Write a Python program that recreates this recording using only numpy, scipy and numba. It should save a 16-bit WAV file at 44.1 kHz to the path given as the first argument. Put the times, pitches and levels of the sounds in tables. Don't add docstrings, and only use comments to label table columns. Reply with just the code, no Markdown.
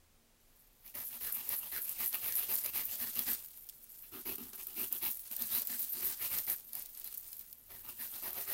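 import sys
import numpy as np
from scipy import signal
from scipy.fft import rfft, irfft
from scipy.io import wavfile
from scipy.ndimage import uniform_filter1d
from numba import njit

SR = 44100
rng = np.random.default_rng(int(sys.argv[2]) if len(sys.argv) > 2 else 0)


def master_out(mix):
    frames = np.transpose(np.atleast_2d(mix))
    ceiling = np.clip(frames, -1, 1)
    pcm = np.round(ceiling * 32767).astype(np.int16)
    wavfile.write(sys.argv[1], SR, pcm)


N = 376215

# start_s, rise_s, length_s, rasp_db, favoured_blade_hz, woody_db, teeth_per_s, leaf_shake_db
SAW_STROKES = [(0.841, 0.035, .06, -61.5, 2255, -69, 220, -61),
               (0.942, 0.0037, .098, -56.5, 1880, -58, 267, -42),
               (1.107, 0.028, .073, -55.5, 2780, -59, 260, -62),
               (1.208, 0.0033, .09, -50.5, 1800, -54.5, 496, -41),
               (1.336, 0.058, 0.087, -52, 2510, -57, 235, -59),
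               (1.461, 0.047, 0.092, -48, 2020, -54.5, 440, -44),
               (1.596, 0.037, 0.092, -56, 2905, -58, 195, -70),
               (1.717, 0.01, .086, -52.5, 1787, -56.5, 460, -47),
               (1.85, 0.078, 0.078, -52, 2600, -58.5, 217, -45),
               (1.961, 0.051, .11, -50.5, 2220, -56, 370, -38),
               (2.121, 0.026, .066, -49.5, 2580, -57.5, 440, -49),
               (2.216, 0.03, .11, -48, 2244, -56.5, 580, -38.5),
               (2.36, 0.034, .09, -47, 2680, -57, 550, -42),
               (2.479, 0.028, .089, -49.5, 2226, -54, 410, -32.5),
               (2.623, 0.04, .077, -50, 2270, -54, 347, -49),
               (2.728, 0.023, .098, -47, 2180, -52.5, 345, -36),
               (2.865, 0.029, .097, -57, 2860, -60.5, 237, -45.5),
               (2.985, 0.03, .1, -50.5, 1780, -56.5, 226, -40),
               (3.156, 0.022, .073, -45.5, 3000, -52.5, 262, -38.5),
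               (3.252, 0.029, 0.088, -47.5, 1790, -52, 253, -34),
               (4.031, 0.0078, .055, -64.5, 2800, -81, 254, -73),
               (4.12, 0.011, .09, -60.5, 2770, -55, 330, -47),
               (4.253, 0.0094, .097, -52.5, 2520, -52.5, 324, -44.5),
               (4.378, 0.0029, .124, -63, 2893, -60, 280, -48.5),
               (4.528, 0.0051, .035, -65, 2410, -60.5, 390, -43),
               (4.573, 0.011, .06, -61, 2440, -62, 390, -42.5),
               (4.665, 0.0052, .077, -65.5, 2710, -67, 370, -46.5),
               (4.757, 0.02, .107, -52.5, 2630, -57, 320, -38),
               (4.908, .014, .077, -57, 2927, -59.5, 350, -42.5),
               (5.012, 0.018, .088, -48, 2488, -53.5, 330, -38.5),
               (5.305, 0.0028, .04, -60.5, 2560, -61, 216, -38.5),
               (5.387, 0.027, .081, -50, 3930, -56.5, 230, -39),
               (5.504, 0.043, .098, -45.5, 3960, -57, 273, -37.5),
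               (5.612, 0.0029, .025, -62, 4440, -56.5, 620, -53),
               (5.688, 0.013, 0.074, -52.5, 1806, -57, 250, -37.5),
               (5.789, .0029, 0.067, -63, 4051, -70, 262, -41),
               (5.926, 0.023, .086, -54, 4400, -57.5, 330, -40),
               (6.021, 0.01, 0.11, -52, 1900, -57.5, 405, -37.5),
               (6.198, 0.027, .076, -45, 2420, -52, 420, -36.5),
               (6.296, 0.013, .112, -50.5, 2170, -52.5, 347, -37),
               (6.473, 0.0029, .071, -49, 1820, -51, 340, -38),
               (6.73, 0.029, .075, -56, 4700, -59.5, 360, -42),
               (7.041, 0.008, 0.055, -60, 3900, -66.5, 250, -45),
               (7.689, 0.03, .11, -64.5, 1822, -61.5, 395, -48.5),
               (7.831, 0.046, .11, -60, 2562, -60, 330, -48),
               (7.985, 0.026, .084, -51.5, 1810, -57, 270, -42),
               (8.119, 0.018, .075, -56.5, 3500, -57.5, 324, -44.5),
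               (8.223, 0.014, .084, -54.5, 1800, -52.5, 340, -42.5),
               (8.338, 0.042, 0.09, -54, 2110, -54, 450, -39),
               (8.47, .05, .089, -49.5, 1780, -51.5, 430, -40)]
# pitch_hz, width_hz, level_db
BLADE_MODES = [(1820, 78, 8.5), (2510, 510, -6.5), (2760, 93, 4), (3020, 27, -18), (3470, 110, 5.5),
               (3990, 110, 10.5), (4600, 630, 2)]
# pitch_hz, width_hz, level_db
TWIG_BENDING = [(243, 36, -1.5), (384.5, 45, -3.5), (320, 286, -7.5)]
# pitch_hz, width_hz, level_db
HOLLOW_WOOD = [(568, 140, 3), (765, 170, 0.5), (933, 117, -3), (1230, 360, 0)]
# time_s, hum_above_woody_db
TWIG_FREEDOM = [(0.9, -2.5), (1.8, -8), (2.4, -2.5), (2.9, -12), (3.05, 0.5), (4.3, 3), (4.45, 5),
                (4.6, -1.5), (4.8, 4), (5.0, -3.5), (6.0, 2.5), (6.25, -10.5), (7.1, -7.5), (8.4, -5.5)]
# time_s, rustle_db
LEAF_SWAY = [(0.4, -77), (0.6, -65), (0.75, -72.5), (0.92, -54.5), (1.05, -47), (1.17, -47), (1.7, -45.5),
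             (2.53, -46.5), (3.21, -44), (3.41, -47), (3.68, -54), (4.18, -55), (4.93, -59), (5.13, -45.5),
             (5.3, -50), (5.49, -40.5), (5.74, -43.5), (6.17, -48.5), (6.4, -43), (6.56, -52), (7.24, -48),
             (7.52, -54), (7.62, -60.5), (7.87, -56), (8.17, -45), (8.53, -59)]
# pitch_hz, width_hz, level_db
CRISP_LEAF = [(10500, 8600, -18.5), (12600, 2600, -4), (14330, 2600, -4.5)]
# pitch_hz, width_hz, level_db
PAPERY_LEAF = [(8940, 1260, 5), (5620, 6100, -0.5), (2170, 69000, -4.5)]
# centre_s, level_db, pitch_hz
LEAF_FLURRIES = [(1.065, -42.5, 12700), (1.349, -38, 12400), (1.586, -39.5, 12160), (1.835, -41.5, 12340),
                 (2.081, -38, 12300), (2.375, -35.5, 12100), (2.59, -41, 13200), (2.85, -42, 13900),
                 (5.811, -36, 13900), (5.92, -39, 13400), (6.064, -35, 13600), (6.39, -42, 13450),
                 (6.515, -35.5, 12900)]
# time_s, strength_db, dull_part_relative_db
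LEAF_TICKS = [(0.8777, -37, -4), (0.9516, -24, -19), (1.324, -17, -38), (1.491, -16, -28),
              (1.8225, -26, -21), (1.893, -17.5, -20), (2.06, -16, -33), (2.1283, -21, -12),
              (2.323, -22, -8), (2.355, -20, -19), (2.397, -29, -29), (2.555, -15, -32), (2.638, -21, -31),
              (2.6608, -17.5, -13), (3.155, -24, -16), (3.1915, -13.5, -14), (3.4459, -32, -15),
              (3.552, -43, -20), (3.689, -26.5, -10.5), (3.696, -27, -11), (3.9194, -34, -26),
              (4.3822, -28, -14), (4.533, -33, -5), (4.6694, -22, -23), (4.9258, -15, -32),
              (4.928, -24, -30), (5.0524, -20, -27), (5.171, -24.5, -28), (5.1942, -27, -15),
              (5.3137, -23.5, -14), (5.3393, -29, -23), (5.365, -19, -18), (5.421, -17, -13),
              (5.5491, -18, -29), (5.6193, -18, -17), (5.672, -16.5, -19.5), (5.737, -26, -7),
              (6.142, -32, -3), (6.3852, -18.5, -6), (6.467, -24, -16), (6.499, -14, -17),
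              (6.732, -24, -13), (6.752, -20.5, -20), (6.8215, -27.5, -17), (6.859, -27.5, -14),
              (6.949, -34.5, -7), (6.998, -29.5, -20), (7.0437, -24, -17), (7.1412, -28, -13),
              (7.146, -24, -27), (7.174, -23.5, -30), (7.179, -24, -32), (7.33, -28, -13),
              (7.3677, -32, -24), (7.3931, -30, -16), (7.528, -27, -16), (8.331, -24, -26),
              (8.5009, -23, -24)]
# pitch_hz, relative_db_per_hz
ROOM_NOISE = [(12, -48), (20, -3.5), (39, -10), (55, -22.5), (88, -22.5), (107, -21), (233, -24.5),
              (345, -24.5), (916, -29.5), (1320, -31.5), (15800, -35)]
# pitch_hz, level_db
ROOM_TONES = [(26.5, -83), (82, -83.5), (232.5, -84.5)]

JOLT_DB, JOLT_DB_PER_S, USUAL_STROKE_S = -10.5, 145, 0.092
RISE_DB, LET_GO, GLIDE_OCTAVES = 11.5, 5.5, 0.38
PUSH_BELOW_HZ = 2250
SETTLE_S = 0.037
FLURRY_S, FLURRY_WIDTH_HZ = 0.023, 3500
ROOM_LEVEL_DB = -68
ECHO_DB, ECHO_S = -44, .15
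TOP_HZ = 15800


def saw(gains, teeth, best_hz):
    rasp, woody, jolt, _ = gains
    phase = np.cumsum(teeth * (1 + 0.039 * walk(60)) / SR) % 1
    fibres = tear_fibres(phase)
    blade = ring_blade(fibres, best_hz)
    grit = level(svf(svf(fibres, 11640.0, 5500.0), 14600.0, 5800.0))
    wood = ring(fibres, HOLLOW_WOOD, 3.0, 20, .05)
    bend = bend_twig(fibres, phase, teeth, woody)
    scrape = rasp * (level(blade, 1.0) + undb(11.0) * grit)
    return scrape + woody * wood + undb(-1.0) * bend + jolt * hand_jolt()


def strokes(t, edge=.9, slowing=.08):
    gains, teeth, best_hz = np.zeros((4, N)), np.zeros(N), np.ones(N)
    for start, rise, length, rasp_db, mode_hz, woody_db, hz, shake_db in SAW_STROKES:
        near = slice(int((start - length) * SR), int((start + 2 * length) * SR))
        since = t[near] - start
        not_yet = np.clip(1 - since / max(rise, 1e-3), 0, None)
        bite = undb(-RISE_DB * not_yet ** 1.6)
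        push = bite * np.exp(-edge * np.clip(since / length, 0, None) ** LET_GO)
        jolt_db = woody_db + JOLT_DB + JOLT_DB_PER_S * (length - USUAL_STROKE_S)
        gains[:, near] += undb([rasp_db, woody_db, jolt_db, shake_db])[:, None] * push
        teeth[near] = np.maximum(teeth[near], hz * push ** slowing)
        onward = slice(int(start * SR), None)
        along = np.minimum((t[onward] - start) / length, 1)
        direction = np.sign(mode_hz - PUSH_BELOW_HZ)
        best_hz[onward] = mode_hz * 2 ** (direction * GLIDE_OCTAVES * (along - .5))
    return gains, teeth, best_hz


def tear_fibres(phase):
    catch = np.exp(-phase / 1.1) * undb(2.0 * walk(70))
    return catch * (grains(2100, 3.0) + 0.68 * rng.standard_normal(N))


def ring_blade(fibres, best_hz):
    favoured = []
    for hz, width, db in BLADE_MODES:
        closeness = np.exp(-(np.log(hz / best_hz) / .16) ** 2)
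        favoured.append((hz, width, db + 7 * closeness))
    modes = ring(fibres, favoured, 3.2, 18, .02)
    broad = level(svf(fibres, 2500.0, 3600.0))
    slide_hz = best_hz.clip(500)
    sliding = level(sweep(sweep(fibres, slide_hz, 900.), slide_hz, 900.))
    return modes + undb(7) * broad + undb(.5 + 3 * walk(35)) * sliding


def bend_twig(fibres, phase, teeth, woody):
    t = np.arange(N) / SR
    hum = woody * undb(np.interp(t, *np.transpose(TWIG_FREEDOM)))
    beat = np.cos(2 * np.pi * phase) * undb(-7.5 + 0.54 * walk(46))
    shove = beat + 2.0 * level(sweep(fibres, teeth.clip(200), 177.0))
    drive = hum * shove
    ringing = sum(undb(db) * svf(svf(drive, hz, width), hz, 5 * width) for hz, width, db in TWIG_BENDING)
    return ringing + undb(-2) * hum * beat


def hand_jolt():
    return level(svf(svf(rng.standard_normal(N), 94.0, 51.0), 60.0, 84.0))


def leaves(t, shake):
    unevenness = undb(1.47 * walk(90))
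    crisp = cracks(350)
    brushing = unevenness * crisp
    top = ring(brushing, CRISP_LEAF, 2.6, 70, .04)
    top = level(svf(top, 13240.0, 23000.0))
    low = ring(unevenness * (cracks(600) + 0.53 * crisp), PAPERY_LEAF, 2.26, 45, 0.045)
    gain = rustle(t, shake)
    colour = undb(-2.0) * top + undb(-3.5) * gain ** 0.14 * low
    return gain * colour + flurries(t, brushing) + ticks()


def rustle(t, shake):
    fade = np.exp(-1 / (SETTLE_S * SR))
    late = signal.lfilter([1 - fade], [1, -fade], shake)
    sway = undb(np.interp(t, *np.transpose(LEAF_SWAY), left=-99))
    return np.hypot(late, sway)


def flurries(t, brushing):
    at, db, hz = np.transpose(LEAF_FLURRIES)
    gain = sum(undb(d) * np.exp(-((t - s) / FLURRY_S) ** 2) for s, d in zip(at, db))
    centre = np.interp(t, at, hz)
    narrow = sweep(brushing, centre, FLURRY_WIDTH_HZ)
    return gain * level(sweep(narrow, centre, 2 * FLURRY_WIDTH_HZ))


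def ticks():
    hits, thuds = np.zeros((2, N))
    for s, db, dull_db in LEAF_TICKS:
        hits[int(s * SR)] = undb(db)
        thuds[int(s * SR)] = undb(db + dull_db)
    sharp = svf(svf(burst(hits, 0.018) + 1.6 * hits, 14450.0, 4250.0), 11260.0, 5800.0)
    dull = svf(svf(burst(thuds, 0.021) + 0.98 * thuds, 6700.0, 6400.0), 3900.0, 4800.0)
    return undb(5.0) * sharp + dull


def tail(x, t60):
    t = np.arange(int(t60 * SR)) / SR
    wash = rng.standard_normal(len(t)) * np.exp(-np.log(1000) * t / t60)
    return signal.fftconvolve(x, wash)[:N]


def room(t):
    hz, db = np.transpose(ROOM_NOISE)
    bins = np.fft.rfftfreq(N, 1 / SR) + 1
    shape = undb(np.interp(np.log(bins), np.log(hz), db))
    air = irfft(rfft(rng.standard_normal(N)) * shape, N)
    tones = sum(np.sqrt(2) * undb(db + 3.5 * walk(6.6)) * np.sin(2 * np.pi * hz * t) for hz, db in ROOM_TONES)
    return level(air, ROOM_LEVEL_DB) + tones


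def ring(x, modes, drift_db, rate, wander):
    total = 0
    for hz, width, db in modes:
        swell = undb(db + drift_db * walk(rate))
        total = total + swell * svf(x, hz * (1 + wander * walk(rate / 2)), width)
    return level(total)


def grains(per_s, spread_db):
    chance = rng.random((3, N))
    happens = chance[0] < per_s / SR
    size = undb(-spread_db * np.log(.02 + chance[2]))
    return level(happens * np.sign(chance[1] - .5) * size)


def cracks(per_s):
    return level(burst(grains(per_s, 2.7), 0.0067)) + rng.standard_normal(N)


def burst(x, t60):
    fade = np.exp(-np.log(1000) / (t60 * SR))
    return signal.lfilter([1], [1, -fade], np.abs(x)) * rng.standard_normal(N)


def walk(rate):
    k = int(SR / rate)
    steps = np.repeat(rng.standard_normal(N // k + 1), k)
    return 1.3 * uniform_filter1d(uniform_filter1d(steps, k), k)[:N]


def svf(x, hz, width):
    return sweep(x, hz * np.ones(N), 1. 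* width)


@njit
def sweep(x, hz, width):
    y, b, l = np.empty(len(x)), 0., 0.
    for i in range(len(x)):
        g, k = np.tan(np.pi * hz[i] / SR), width / hz[i]
        v = (b + g * (x[i] - l)) / (1 + g * (g + k))
        b, l, y[i] = 2 * v - b, l + 2 * g * v, k * v
    return y


def undb(db):
    return 10 ** (np.asarray(db) / 20)


def level(x, db=0):
    return x * undb(db) / np.sqrt(np.mean(x ** 2))


def scene():
    t = np.arange(N) / SR
    gains, teeth, best_hz = strokes(t)
    near = saw(gains, teeth, best_hz) + leaves(t, gains[3])
    echoes = undb(ECHO_DB) * tail(near, ECHO_S)
    return (near + echoes + room(t))[None, :]


def record(dry):
    steep_cut = signal.ellip(10, .2, 75, TOP_HZ, fs=SR, output="sos")
    return signal.sosfilt(steep_cut, dry)


dry = scene()
out = record(dry)
master_out(out)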